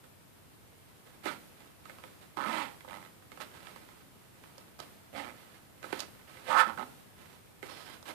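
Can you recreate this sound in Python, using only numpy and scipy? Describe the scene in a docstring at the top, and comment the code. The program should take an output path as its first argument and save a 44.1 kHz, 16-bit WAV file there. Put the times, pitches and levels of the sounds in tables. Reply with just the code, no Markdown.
"""A zipper closed in short pulls on a leather case, close to the right microphone in a small room.
First a finger briefly rakes the teeth; in the pulls they snap and scrape through the slider and shake
the hollow case. Hands fold the case shut, rubbing, bending and bumping the leather; the metal pull tab
clicks, and skin skids once near the end. The left microphone gets a faint, dull, mostly diffuse share.
The recorder's noise suppressor lets the hiss swell with the louder sounds."""
import sys
import numpy as np
from scipy import signal
from scipy.fft import rfft, irfft
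from scipy.io import wavfile
from scipy.ndimage import uniform_filter1d

SR = 44100
rng = np.random.default_rng(int(sys.argv[2]) if len(sys.argv) > 2 else 0)


def int16_out(signal):
    """Quantize to a 16-bit WAV file."""
    q = np.round(np.clip(np.atleast_2d(signal).T, -1, 1) * 32767)
    wavfile.write(sys.argv[1], SR, q.astype(np.int16))


N = 358956
TIME = np.arange(N) / SR
GRIP_FULL_S = 0.85   # the hands have taken hold and the flap starts to fold

# spectra of recorder hiss, rubbed leather and scratched rough surfaces: f/Hz, relative level/dB
HISS_SPECTRUM = [(20, -27.5), (90, -5), (180, -8), (400, -14), (3500, -26.5), (6300, -31), (9000, -28),
                 (14500, -28.5)]
LEATHER_SPECTRUM = [(100, -23.5), (260, 1.5), (1350, 3), (4000, -5), (6200, -14), (9000, -12), (15000, -19)]
SCRATCH_SPECTRUM = [(100, -42), (700, -16.5), (1400, 1), (2100, 4.5), (2850, -3), (3250, -2.5), (4400, -9),
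                    (6000, -17.5), (8500, -15), (15000, -26.5)]
# response on the far side, at the left microphone: f/Hz, gain/dB
LEFT_RESPONSE = [(150, -3), (600, -22), (1200, -29.5), (3500, -42), (9000, -22)]
# resonances of the case walls, seam, slider, metal tab and case under the tab:
# f/Hz, bandwidth/Hz, relative level/dB
WALL_RESONANCES = [(280, 77, -2), (390, 37, 7.5), (432, 80, -30), (693, 26, -5)]
SEAM_RESONANCES = [(240, 64, 1), (376, 40, -2), (618, 290, -1)]
SLIDER_RESONANCES = [(522, 17, 7), (833, 183, 9.5), (967, 720, 5), (1356, 163, 6.5), (1504, 88, 2),
                     (1780, 104, -0.5)]
TAB_RESONANCES = [(3290, 943, 3.5), (5120, 640, 6.5), (6840, 1000, 0), (11995, 5500, -13)]
UNDER_TAB_RESONANCES = [(524, 230, 4.5), (1410, 500, 2.5)]
# fingers sliding on the leather: t/s, length/s, level/dB
FINGER_RUBS = [(1.06, 0.083, -54), (1.23, 0.091, -41), (1.56, 0.1, -56.5), (1.83, .27, -56),
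               (2.205, 0.026, -49), (3.395, 0.02, -39.5), (3.53, .19, -47.5), (3.74, 0.26, -55),
               (4.36, 0.24, -57.5), (4.785, .04, -48.5), (5.34, 0.25, -53.5), (5.83, 0.081, -48),
               (5.92, 0.1, -41.5), (6.265, 0.21, -48.5), (6.85, .12, -72), (7.16, 0.2, -53.5),
               (7.63, .04, -47), (7.685, 0.26, -44.5), (8.05, 0.019, -41), (8.075, 0.029, -41.5)]
# bent leather ticking, thumps on the hollow case, the slider jumping one tooth: t/s, level/dB
LEATHER_TICKS = [(.04, -28), (1.605, -24), (1.855, -20.5), (1.897, -19.5), (1.985, -22.5), (2.038, -19),
                 (2.807, -21.5), (3.318, -17.5), (3.374, -22.5), (3.67, -20), (3.76, -20), (3.888, -26),
                 (4.438, -23.5), (5.829, -15.5), (6.371, -25)]
CASE_THUMPS = [(1.257, -7), (2.371, -15.5), (4.797, -22), (5.927, -5), (7.628, -11.5)]
TOOTH_CATCHES = [(2.847, -20), (2.878, -16.5), (2.908, -17), (5.841, -10), (6.775, -6.5), (6.826, -7.5)]
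# a brief rasp of a finger raking the zipper teeth, then the zipper pulls, each taking over from the last:
# t/s, speed-up/s, hold/s, slow-down/s, first tooth rate/Hz, held tooth rate/Hz, force/dB, swell/dB,
# boom offset/dB, scratch offset/dB, tape note/Hz
TOOTH_STROKES = [(1.253, .02, .01, 0.11, 260, 360, -34.5, 6.5, -7, -1.5, 1450),
                 (2.367, 0.067, .03, .1, 126, 134, -33, 1.5, -9, -8.5, 1263),
                 (2.452, 0.032, 0.011, 0.14, 174, 250, -32.5, -0.5, -5.5, -4.5, 1100),
                 (2.505, 0.07, .04, 0.17, 305, 316, -34, 2, -6, -2, 1020),
                 (2.886, 0.044, .035, .1, 85.4, 98, -43, 2, -4.5, -3, 1051),
                 (3.014, 0.036, .01, .07, 87, 88, -50, 2.5, -3, -1, 1190),
                 (5.125, .06, .01, .16, 132, 297, -39.5, 8.5, -4.5, 0, 880),
                 (5.239, .03, .02, .09, 135, 115, -47, -0.5, 0.5, 0.5, 1037),
                 (6.447, 0.065, 0.038, 0.058, 170, 288, -25, 18.5, -19, -9, 1003),
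                 (6.548, .055, .008, .06, 300, 440, -16.5, 3, -27.5, -12, 1530),
                 (6.664, .02, .012, .07, 128.4, 125, -34, -2.5, -6, -10.5, 910),
                 (6.782, 0.0118, .012, 0.059, 122, 125, -33, 1, -4.5, -11, 880)]
# pull tab striking the slider: t/s, level/dB, offset of the share reaching the case/dB
TAB_STRIKES = [(3.403, -28, 6), (3.416, -21, 1.5), (4.5803, -22, -1), (4.7904, -23, 4), (4.801, -15.5, 0.5),
               (5.9936, -11, -5), (6.0033, -4, -17), (8.0272, -23, 2)]


def from_db(db):
    """Decibels to gain."""
    return 10 ** (np.asarray(db) / 20)


def unit_energy(response):
    """Scale a response so that it passes white noise at unchanged power."""
    return response / np.sqrt(np.sum(response ** 2) + 1e-20)


def through(x, response):
    """Pass a signal through an impulse response."""
    return signal.oaconvolve(x, response)[:N]


def colour(points, size=4096):
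    """Causal (minimum-phase) impulse response with the given spectrum."""
    hz, db = np.transpose(points)
    grid_hz = np.maximum(np.arange(size // 2 + 1) * SR / size, 1)
    gain = from_db(np.interp(np.log(grid_hz), np.log(hz), db))
    cepstrum = irfft(np.log(gain))
    cepstrum[1:size // 2] *= 2
    cepstrum[size // 2 + 1:] = 0
    return irfft(np.exp(rfft(cepstrum)))


def hiss():
    """The recorder's steady noise floor, independent in each channel."""
    response = unit_energy(colour(HISS_SPECTRUM))
    return np.array([through(white, response) for white in rng.standard_normal((2, N))])


def flutter(per_s):
    """Smooth random wander with a spread of about 1."""
    knots = rng.standard_normal(N // 20)
    return np.interp(TIME * per_s, np.arange(len(knots)), knots)


def gestures(rows, attack_s, release_s, sag_db_per_s=0):
    """Gain of hand movements: each sets in, holds or sags, and dies away."""
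    gain = np.zeros(N)
    for start, length, db in rows:
        first = int(start * SR)
        t = np.arange(min(SR, N - first)) / SR
        attack = np.minimum(t / attack_s, 1)
        release = np.exp(-np.maximum(t - length, 0) / release_s)
        gain[first:first + SR] += from_db(db - sag_db_per_s * t) * attack * release
    return gain


def rubbing(grains_per_s=1500, grain_db=-5, smooth_db=-3, uneven_db=2, grip_db=-60.5):
    """Skin slides over the grain of the leather: a soft swish with tiny slips in it."""
    slips = rng.random(N) < grains_per_s / SR
    grains = slips * rng.standard_normal(N) * np.sqrt(SR / grains_per_s)
    friction = from_db(grain_db) * grains + from_db(smooth_db) * rng.standard_normal(N)
    holding = from_db(grip_db) * np.minimum(TIME / GRIP_FULL_S, 1)
    pressure = np.hypot(holding, gestures(FINGER_RUBS, attack_s=0.011, release_s=0.024))
    swish = friction * pressure * from_db(uneven_db * flutter(90))
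    return through(swish, unit_energy(colour(LEATHER_SPECTRUM)))


def contacts(times, levels_db, crunch_s, crunch, size=4096):
    """Each contact is a sharp click and a short crunch of tiny slips."""
    force, t = np.zeros(N + size), np.arange(size) / SR
    for s, db, slips in zip(times, levels_db, rng.standard_normal((len(times), size))):
        burst = crunch * unit_energy(slips * np.exp(-t / crunch_s))
        burst[0] += 1   # the click
        start = int(s * SR)
        force[start:start + size] += from_db(db) * unit_energy(burst)
    return force[:N]


def ringing(modes, size=4096):
    """Impulse response of damped modes, rolled off outside their range."""
    t = np.arange(size) / SR
    rings = sum((-1) ** k * from_db(db) * width * np.exp(-np.pi * width * t) * np.cos(2 * np.pi * hz * t)
                for k, (hz, width, db) in enumerate(modes))
    band = signal.butter(2, [modes[0][0] * 0.7, modes[-1][0] * 1.2], "band", fs=SR, output="sos")
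    return unit_energy(signal.sosfilt(band, rings))


def case(boom, boom_modes, rasp, scratch):
    """Three forces sound: boom in the hollow case, rasp in the slider, scratch on the rough surfaces."""
    return (through(boom, ringing(boom_modes)) + through(rasp, ringing(SLIDER_RESONANCES))
            + through(scratch, unit_energy(colour(SCRATCH_SPECTRUM))))


def knocks(rows, boom_db, scratch_db, crunch_s):
    """Brief contacts shake the walls, the slider and the rough surfaces together."""
    times, db = np.transpose(rows)
    boom = contacts(times, db + boom_db, crunch_s=0.0067, crunch=0.69)
    rasp = contacts(times, db, crunch_s, crunch=1.34)
    scratch = contacts(times, db + scratch_db, crunch_s, crunch=2.5)
    return case(boom, WALL_RESONANCES, rasp, scratch)


def handling(faint_per_s=3, faint_db=-32, spread_db=1):
    """Bent leather ticks, often very faintly; the case is thumped; the slider catches on single teeth."""
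    times = GRIP_FULL_S + np.cumsum(rng.exponential(1 / faint_per_s, size=60))
    levels_db = faint_db + spread_db * rng.standard_normal(len(times))
    faint_ticks = [(s, db) for s, db in zip(times, levels_db) if s < TIME[-1]]
    return (knocks(CASE_THUMPS, boom_db=1.5, scratch_db=-4, crunch_s=0.0031)
            + knocks(TOOTH_CATCHES, boom_db=-12, scratch_db=-13.5, crunch_s=0.004)
            + knocks(list(LEATHER_TICKS) + faint_ticks, boom_db=-12, scratch_db=0, crunch_s=0.0023))


def stroke_motion(stop_teeth_per_s=80, fade_db=32, boom_db_per_octave=-1, scratch_db_per_octave=7.5,
                  note_octaves_per_db=0.17):
    """Each stroke along the teeth gets up to speed, holds and slows; its force and colour follow."""
    rate, note_hz = np.full((2, N), float(stop_teeth_per_s))
    force, boom_db, scratch_db = np.zeros((3, N))
    for start, rise, hold, fall, first_rate, held_rate, db, swell_db, boom, scratch, hz in TOOTH_STROKES:
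        now = slice(int(start * SR), int((start + rise + hold + fall) * SR))
        t = TIME[now] - start
        rising = np.clip(t / rise, 0, 1)
        falling = np.clip((t - rise - hold) / fall, 0, 1)
        sped_up = np.sin(np.pi / 2 * rising) ** 2
        slowing = (stop_teeth_per_s / held_rate) ** falling
        rate[now] = first_rate * (held_rate / first_rate) ** sped_up * slowing
        # the force swells fast, levels off, then drains away as the stroke slows
        force[now] = from_db(db - swell_db * (1 - rising) ** 3.2 - fade_db * falling ** 1.05)
        boom_db[now] = boom + boom_db_per_octave * np.log2(rate[now] / held_rate)
        scratch_db[now] = scratch + scratch_db_per_octave * np.log2(first_rate / held_rate) * (1 - sped_up)
        # a swelling stroke tightens the tape and lifts its note
        slack = 1 - sped_up * (1 - falling)
        note_hz[now] = hz * 2 ** (-note_octaves_per_db * swell_db * slack)
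    return rate, force, boom_db, scratch_db, note_hz


def moving_resonance(x, centre_hz, q, block=128):
    """Band-pass whose centre glides, stepped block by block."""
    out, state = np.zeros(N), np.zeros(2)
    for i in range(0, N, block):
        angle = 2 * np.pi * centre_hz[i] / SR
        radius = np.exp(-angle / q / 2)
        forward = (1 - radius ** 2) / 2 * np.array([1, 0, -1])
        feedback = [1, -2 * radius * np.cos(angle), radius ** 2]
        out[i:i + block], state = signal.lfilter(forward, feedback, x[i:i + block] + 1e-18, zi=state)
    return out


def sizzle(scratch, rate, from_teeth_per_s=338, gain_per_octave=1.6, above_hz=2500):
    """The fastest strokes scratch more brightly."""
    treble = signal.sosfilt(signal.butter(1, above_hz, "high", fs=SR, output="sos"), scratch)
    return scratch + treble * gain_per_octave * np.maximum(np.log2(rate / from_teeth_per_s), 0)


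def zipper_teeth(jitter=0.105, uneven_db=1.0, slip_s=0.0024, tape_gain_db=3):
    """Each tooth snaps, then scrapes: under a raking finger at first, through the slider in the pulls."""
    rate, force, boom_db, scratch_db, note_hz = stroke_motion()
    # a stroke advances in small jerks, so the teeth come unevenly and with unequal force
    teeth = np.cumsum(rate * (1 + jitter * flutter(300))) / SR
    tooth_gain = from_db(uneven_db * rng.standard_normal(N // 20))[teeth.astype(int)]
    snaps = np.diff(np.floor(teeth), prepend=0) * np.sqrt(SR / rate)
    # friction is strongest just after each snap; at speed the scrapes run together
    grip = np.exp(-(teeth % 1) / rate / slip_s)
    grip_power = slip_s * rate / 2 * (1 - np.exp(-2 / (slip_s * rate)))
    scrape = grip / np.sqrt(grip_power) * rng.standard_normal(N)
    boom, rasp, scratch = (force * tooth_gain * (snaps + grit * scrape) / np.hypot(1, grit)
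                           for grit in (0.78, 0.6, 4))
    # the stretched tape favours the rasp near its own note
    rasp = moving_resonance(rasp, note_hz, q=2.4) * from_db(tape_gain_db)
    scratch = sizzle(scratch, rate) * from_db(scratch_db)
    return case(boom * from_db(boom_db), SEAM_RESONANCES, rasp, scratch)


def pull_tab():
    """The metal tab clicks, damped at once by the fingers; part of each click passes into the case."""
    times, db, case_db = np.transpose(TAB_STRIKES)
    on_tab = contacts(times, db, crunch_s=0.003, crunch=4.6)
    on_case = contacts(times, db + case_db, crunch_s=0.003, crunch=2.7)
    return through(on_tab, ringing(TAB_RESONANCES)) + through(on_case, ringing(UNDER_TAB_RESONANCES))


def skin_skid(start_s=7.69, length_s=0.26, db=-52, squeaks_hz=(3400, 4330, 5300), q=20, octaves_per_s=0.4):
    """Dry skin skids on polished leather: a thin, high swish that falls slightly as the skin slows."""
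    pressure = gestures([(start_s, length_s, db)], attack_s=0.0099, release_s=0.012, sag_db_per_s=20)
    friction = pressure * rng.standard_normal(N)
    glide = 2 ** (-octaves_per_s * np.clip(TIME - start_s, 0, length_s))
    return sum((-1) ** k * moving_resonance(friction, hz * glide, q) * np.sqrt(q * SR / (2 * np.pi * hz))
               for k, hz in enumerate(squeaks_hz))


def reflections(x, t60_s, dull_hz):
    """Dense echoes that begin with the table top, 2 ms after the direct sound, and die away."""
    t = np.arange(SR) / SR
    echoes = rng.standard_normal(SR) * from_db(-60 * t / t60_s) * (t > 0.002)
    return through(x, signal.lfilter(*signal.butter(1, dull_hz, fs=SR), unit_energy(echoes)))


def scene(early_db=-9, room_db=-6.5, hiss_db=-51.5):
    """The right microphone is close to the hands; the left, on the far side, hears mostly room."""
    direct = zipper_teeth() + handling() + pull_tab() + rubbing() + skin_skid()
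    right = direct + from_db(early_db) * reflections(direct, t60_s=0.09, dull_hz=8000)
    right += from_db(room_db) * reflections(direct, t60_s=0.29, dull_hz=5040)
    diffuse = reflections(direct, t60_s=0.53, dull_hz=6000)
    left = through(0.31 * direct + 0.96 * diffuse, colour(LEFT_RESPONSE))
    return np.array([left, right]) + from_db(hiss_db) * hiss()


def suppressor(x, shut_db=-56, range_db=20, depth_db=6, release_db_per_s=18, split_hz=150):
    """Turns all down; sound at the right microphone opens it above the bass, and it closes slowly."""
    heard = signal.sosfilt(signal.butter(2, [400, 6000], "band", fs=SR, output="sos"), x[1])
    level_db = 10 * np.log10(np.maximum(uniform_filter1d(heard ** 2, size=600), 1e-12))
    opening_db = depth_db * np.clip((level_db - shut_db) / range_db, 0, 1)
    release_db = release_db_per_s * TIME
    held_db = np.maximum.accumulate(opening_db + release_db) - release_db
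    bass, rest = (signal.sosfilt(signal.butter(3, split_hz, side, fs=SR, output="sos"), x)
                  for side in ("low", "high"))
    return from_db(-depth_db) * (bass + rest * from_db(held_db))


def record(dry):
    """The recorder suppresses noise, then cuts steeply above 14.6 kHz."""
    top_cut = signal.ellip(10, 0.1, 80, 14600, fs=SR, output="sos")
    return signal.sosfilt(top_cut, suppressor(dry))


dry = scene()
out = record(dry)
int16_out(out)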